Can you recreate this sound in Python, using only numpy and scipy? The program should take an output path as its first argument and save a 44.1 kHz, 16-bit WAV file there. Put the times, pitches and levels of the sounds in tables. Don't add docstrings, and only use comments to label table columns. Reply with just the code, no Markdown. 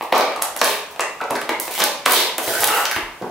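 import sys
import numpy as np
from scipy import signal
from scipy.fft import rfft, irfft
from scipy.io import wavfile
from scipy.ndimage import uniform_filter1d

SR = 44100
rng = np.random.default_rng(int(sys.argv[2]) if len(sys.argv) > 2 else 0)


def master(y):
    cut = np.clip(np.atleast_2d(y).T, -1, 1)
    pcm = np.round(cut * 32767)
    wavfile.write(sys.argv[1], SR, pcm.astype(np.int16))


def natural_amplitude(level_db):
    exponent = np.asarray(level_db, float) / 20
    return 10 ** exponent


N = 145530


def evened(x):
    return x / np.sqrt(np.mean(x ** 2) + 1e-20)


def peaked(x):
    return x / (abs(x).max() + 1e-20)


def read(points, hz):
    f, value = np.transpose(points)
    return np.interp(np.log(hz + 1), np.log(f + 1), value)


def colour(x, points):
    gain = natural_amplitude(read(points, np.fft.rfftfreq(x.shape[-1], 1 / SR)))
    return irfft(rfft(x) * gain, x.shape[-1])


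def thin(x, hz):
    return signal.sosfilt(signal.butter(2, hz, "high", fs=SR, output="sos"), x)


def ring(x, hz, width):
    b, a = signal.iirpeak(min(hz, 18000.), max(hz / width, .3), SR)
    return signal.lfilter(b, a, x)


def add(mix, s, sound):
    part = mix[round(s * SR):][:len(sound)]
    part += sound[:len(part)]


def burst(shape):
    x = rng.standard_normal(len(shape)) * shape
    for _ in range(6):
        z = rfft(x)
        x = irfft(z / (abs(z) + 1e-9), len(x))
        x = x * shape / np.sqrt(abs(uniform_filter1d(x ** 2, size=15)) + 1e-12)
    return x


def slips():
    slips_per_s, spread_db, slip_s = 750, 2.5, 0.0015
    chance, size, noise = rng.random((16384, 3)).T
    sizes = (chance < slips_per_s / SR) * natural_amplitude(-spread_db * np.log(size + 0.1))
    fading = signal.lfilter([1], [1, -np.exp(-1 / (slip_s * SR))], sizes)
    return (noise - .5) * (0.15 + fading)


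def stroke(x, length, peak):
    u = np.linspace(0, 1, round(length * SR))
    return x[:len(u)] * np.sin(np.pi * u ** peak) ** 2


def pair(frames, size, gain):
    # (f/Hz, likeness from 0 to 1)
    likeness = [(100, 0.83), (500, 0.98), (1000, 0.72), (2000, 0.6), (4000, 0.013), (12000, 0.022)]
    hz = np.fft.rfftfreq(size, 1 / SR)[:, None]
    t = np.arange(frames) * size / 4 / SR
    a, b, c, d = rng.standard_normal((frames, len(hz), 4)).T
    same = np.clip(read(likeness, hz), 0, 1)
    mid = (a + 1j * b) * np.sqrt(1 + same)
    side = (c + 1j * d) * np.sqrt(1 - same)
    spectra = np.array([mid + side, mid - side]) * gain(hz, t)
    return signal.istft(spectra, nperseg=size, noverlap=size * 3 // 4)[1]


def hush():
    # (f/Hz, level/dB)
    hush_colour = [(25, -11), (60, -17.5), (200, -14), (1000, -11), (4000, -21.5), (16000, -27.5)]
    noise = pair(frames=N // 512 + 5, size=2048, gain=lambda hz, t: natural_amplitude(read(hush_colour, hz) + 0 * t))
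    return natural_amplitude(-44) * evened(noise[:, :N])


def room(x):
    # (f/Hz, time/s)
    die_away = [(60, 0.13), (300, 0.53), (900, 0.61), (2500, 0.6), (6000, 0.47), (15000, 0.28)]
    # (f/Hz, level/dB)
    echo_colour = [(60, -74), (200, 11.5), (800, 6.5), (4000, 6), (15000, 4)]
    gap_s, rise_s = .003, .003
    out = np.zeros((2, N))
    turn = np.arange(N) / SR * 2 * np.pi * 1.31
    for k in range(3):
        tail = pair(frames=600, size=256,
                    gain=lambda hz, t: natural_amplitude(read(echo_colour, hz) - 60 * t / read(die_away, hz)))
        t = np.arange(tail.shape[1]) / SR
        tail = tail * np.clip((t - gap_s) / rise_s, 0, 1)
        fed = x * np.sqrt(2 / 3) * np.cos(turn + k * np.pi / 3)
        out += signal.fftconvolve(fed[None], tail / np.linalg.norm(tail[0]), axes=1)[:, :N]
    return natural_amplitude(3) * out


def knocks():
    # (t/s, level/dB, f/Hz)
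    bumps = [(0.123, -44, 70), (0.616, -23, 380), (.64, -49, 50.4), (1.211, -36, 450), (1.31, -27.5, 211),
             (1.496, -29.5, 294), (1.813, -34.5, 188), (2.07, -28.5, 260), (2.476, -35.5, 108),
             (2.599, -35.5, 105), (2.659, -37.5, 118), (2.961, -34.5, 103), (2.964, -25.5, 353),
             (3.02, -38, 35.6), (3.214, -23, 420), (3.223, -28, 179), (3.253, -30, 420)]
    cycles = 2.37
    out, t = np.zeros(N), np.arange(8192) / SR
    for s, db, hz in bumps:
        u = t * hz / cycles
        push = u * np.exp(-5 * u) * np.sin(2 * np.pi * hz * t)
        add(out, s, natural_amplitude(db) * peaked(push))
    return out


def hums():
    # (start t/s, length/s, level/dB, f/Hz)
    singing = [(0.127, 0.13, -20.5, 1164), (0.131, 0.13, -25, 573), (.13, 0.18, -30.5, 2340),
               (0.426, 0.058, -35, 851), (0.626, 0.23, -40.5, 410), (.62, 0.081, -37, 2420),
               (.999, 0.049, -31, 2676), (1.0, 0.05, -30, 1900), (1.215, 0.081, -35, 548),
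               (1.202, 0.036, -29, 1350), (1.499, 0.071, -34.5, 2150), (1.82, 0.12, -36, 540),
               (2.07, 0.36, -34, 942), (2.6, 0.34, -30.5, 843), (2.68, .16, -27, 1310),
               (2.702, 0.2, -34.5, 2840), (2.7, 0.113, -34.5, 485), (2.909, 0.017, -31, 2120),
               (2.962, 0.015, -26.5, 2030)]
    width = 0.084
    out = np.zeros(N)
    for s, length, db, hz in singing:
        tone = ring(ring(slips(), hz, width * hz), hz, 2 * width * hz)
        tone = natural_amplitude(db) * evened(tone[:round(length * SR)])
        add(out, s, stroke(tone, length, peak=.4))
    return out


def rub():
    # (start t/s, length/s, hollow level/dB, fizz level/dB, hollow f/Hz)
    strokes = [(0.015, 0.042, -36.5, -37, 850), (0.134, 0.097, -25.5, -32, 605),
               (0.133, 0.13, -21.5, -53, 744), (.42, 0.024, -35, -55, 890), (0.617, 0.21, -32, -25, 2470),
               (0.125, 0.12, -28.5, -45, 3900), (2.075, 0.25, -31, -37, 490),
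               (1.297, 0.057, -29.5, -62, 422), (0.902, 0.044, -42, -41, 920),
               (1.308, 0.16, -41, -82, 1650), (1.603, 0.11, -38.5, -29, 880),
               (1.703, 0.15, -38.5, -29, 2260), (1.776, 0.07, -26, -24.5, 780),
               (1.782, 0.091, -28, -51, 2450), (2.064, 0.1, -24.5, -26, 1050),
               (2.064, 0.26, -31, -24, 2150), (2.092, 0.22, -24, -23, 3600), (2.402, 0.3, -39, -28.5, 546),
               (2.444, 0.34, -33, -28.5, 1510), (2.583, 0.11, -27.5, -21.5, 720),
               (2.66, 0.28, -28, -25, 1420), (2.685, 0.31, -32.5, -60, 760),
               (2.91, 0.019, -21.5, -23, 1530), (2.051, 0.013, -28, -53, 2460),
               (2.954, 0.03, -29, -31.5, 2080), (3.211, 0.052, -33.5, -60, 750)]
    # (f/Hz, level/dB)
    fizz_colour = [(500, -61), (1500, -49), (3000, 31.5), (6000, 29), (11000, 31.5), (16000, 31.5)]
    hollow_width, ring_width, ring_share = 0.82, 0.084, 0.39
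    out = np.zeros(N)
    for s, length, hollow_db, fizz_db, hz in strokes:
        grains = slips()
        hollow = ring(ring(grains, hz, hollow_width * hz), hz, 2 * hollow_width * hz)
        hollow = evened(hollow) + ring_share * evened(ring(grains, hz, ring_width * hz))
        fizz = evened(colour(grains, fizz_colour))
        both = natural_amplitude(hollow_db) * evened(hollow) + natural_amplitude(fizz_db) * fizz
        add(out, s, stroke(both, length, peak=0.48))
    return out


def cracks():
    # (t/s, level/dB, f/Hz, build-up/s)
    creases = [(0.0262, -24.5, 4500, 0.00068), (0.1257, -9, 3230, 0.00077), (.165, -28, 4800, 0.00046),
               (0.179, -9, 13100, 0.0011), (0.2083, -7.5, 4260, 0.0012), (.362, -26, 9050, 0.00073),
               (0.416, -26, 8900, 0.00085), (0.422, -2.5, 10300, 0.00082), (0.564, -12.5, 10800, 0.00055),
               (.572, -19, 10600, 0.0015), (0.589, -20.5, 6200, 0.0034), (.614, -4.5, 5300, .0006),
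               (.637, -9, 5100, .002), (0.6439, -0.5, 9700, 0.00089), (1.0046, -14, 7470, 0.0023),
               (1.239, -27, 5960, 0.00082), (1.302, -24, 5070, .001), (1.3068, -15, 10500, 0.00093),
               (1.3524, -18.5, 4550, 0.0022), (1.361, -21.5, 9450, 0.0012), (1.4128, -23, 10500, .0012),
               (1.599, -6.5, 12500, 0.0011), (1.608, -28, 11600, 0.0027), (1.7783, -13, 3530, 0.00041),
               (1.8014, -10, 5970, 0.002), (1.8198, -3.5, 3540, 0.00057), (1.8381, -4.5, 5530, 0.00089),
               (1.839, -3, 12000, 0.0011), (2.0572, -10, 8600, 0.00065), (2.065, -12, 13100, 0.00058),
               (2.107, -8, 10900, 0.0011), (2.1113, -6, 13000, .0006), (2.12, -3, 12200, 0.001),
               (2.133, -3, 12600, 0.00125), (2.146, -8, 13400, .001), (2.1599, -7.5, 3760, .0006),
               (2.3811, -7, 11100, 0.0008), (2.605, -11, 11500, 0.0016), (2.6403, -1.5, 13800, 0.0022),
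               (2.6431, -6, 3360, 0.00097), (2.669, -10, 12500, .0012), (2.675, 1, 10400, 0.0002),
               (2.683, -17, 7100, 0.00033), (2.8537, -6.5, 5440, 0.00067), (2.855, -8.5, 3040, 0.00088),
               (2.9132, -13.5, 4940, 0.0014), (3.221, -31.5, 4790, 0.00098)]
    width, tail, spread_db = 0.56, 1.86, -5
    out, t = np.zeros(N), np.arange(1024) / SR
    for s, db, hz, build in creases:
        u = t / max(build, .0002)
        snap = burst(np.minimum(u, 1) * np.exp(-u / tail))
        bright = ring(ring(snap, hz, width * hz), hz, 2 * width * hz)
        wide = natural_amplitude(spread_db) * peaked(thin(snap, 3000))
        add(out, s, natural_amplitude(db) * peaked(wide + peaked(bright)))
    return out


def pops():
    # (t/s, level/dB, panel f/Hz, tick level/dB, shudder length/s)
    flips = [(0.0093, -12.5, 895, -16, 0.0007), (0.031, -25, 880, -15, 0.00071),
             (0.123, 1, 760, -21, 0.0021), (0.278, -16, 720, -13, 0.00092),
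             (0.322, -23.5, 1060, 4, 0.00067), (0.361, -19.5, 1040, 2, 0.0014),
             (0.394, -17.5, 1060, -31, 0.0008), (0.42, -13, 920, 5, 0.0012),
             (.563, -19.5, 790, 3.5, 0.0025), (0.6151, -3.5, 904, 5, 0.0018), (0.961, -22, 790, -2, 0.0011),
             (0.9945, -8, 906, 0.5, 0.0014), (1.212, -13.5, 800, -5, 0.0031),
             (1.304, -12, 915, -18, 0.0039), (1.352, -17.5, 1580, -5, 0.0034),
             (1.416, -23, 1160, 9.5, 0.0011), (1.492, -8.5, 800, 1.5, 0.0018),
             (1.679, -19, 825, 2.5, 0.0014), (1.778, -13.5, 850, -10, 0.00067),
             (1.801, -13.5, 1050, 4.5, 0.0034), (1.8187, -10, 790, 2, 0.0031),
             (2.0606, -4.5, 870, 7.5, 0.0024), (2.383, -13, 670, 2, 0.00346), (2.475, -14, 654, -5, 0.0018),
             (2.634, -14.5, 810, 8.5, 0.0013), (2.684, -16.5, 1360, 10.5, 0.0024),
             (2.962, -15, 1070, 2, 0.0021), (3.213, -44, 475, -17, 0.0027)]
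    # (pitch ratio, level/dB)
    panel = [(.62, -4), (0.999, 10), (1.351, 3.5)]
    # (f/Hz, level/dB)
    shell = [(1850, -6), (2650, -7), (3900, -14)]
    # (f/Hz, level/dB)
    tick_colour = [(300, -6), (1200, -1), (3000, -7), (6000, -16.5), (15000, -23)]
    ring_t60, tick_s = 0.0043, 0.00126
    out, t = np.zeros(N), np.arange(2048) / SR
    for s, db, hz, tick_db, shudder in flips:
        u = t / max(shudder, .0003)
        push = u * np.exp(-u)
        rings = [(ratio * hz, g) for ratio, g in panel] + shell
        ringing = np.zeros(len(t))
        for j, (f, g) in enumerate(rings):
            ringing += (-1) ** j * natural_amplitude(g - 60 * t / ring_t60) * np.sin(2 * np.pi * f * t)
        hollow = signal.fftconvolve(burst(push), ringing)[:len(t)]
        tick = colour(burst(np.exp(-t / tick_s) + push), tick_colour)
        add(out, s, natural_amplitude(db) * (peaked(hollow) + natural_amplitude(tick_db) * peaked(tick)))
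    return thin(out, 321)


def scene():
    flips, snaps = pops(), cracks()
    pack = knocks() + rub() + hums()
    sent = pack + natural_amplitude(-2) * flips + natural_amplitude(-2.5) * snaps
    return pack + flips + snaps + room(sent) + hush()


def top_cut(x):
    return signal.sosfilt(signal.butter(12, 16950, fs=SR, output="sos"), x)


def record(dry):
    # (f/Hz, level/dB)
    balance = [(60, -0.5), (240, 0.5), (950, -0.5), (3770, 0), (15000, -3)]
    knee_db, squeeze, recover_db_per_s = -14, 0.48, 37
    sides = []
    for side, share in zip(dry, (.5, -.5)):
        sides.append(colour(thin(side, 37), [(f, share * g) for f, g in balance]))
    x = np.array(sides)
    power_db = 10 * np.log10(abs(uniform_filter1d((x ** 2).mean(0), 200)) + 1e-12)
    fall = np.arange(N) * recover_db_per_s / SR
    held_db = np.maximum.accumulate(power_db + fall) - fall
    over_db = np.maximum(held_db - knee_db, 0)
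    smooth_db = signal.lfilter([1 / 130], [1, 1 / 130 - 1], over_db)
    x = np.clip(x / natural_amplitude(squeeze * smooth_db), -.9, .9)
    treble_cut = signal.firwin(511, 15800, window="blackman", fs=SR)
    return top_cut(signal.oaconvolve(x, treble_cut[None], "same"))


dry = scene()
out = record(dry)
master(out)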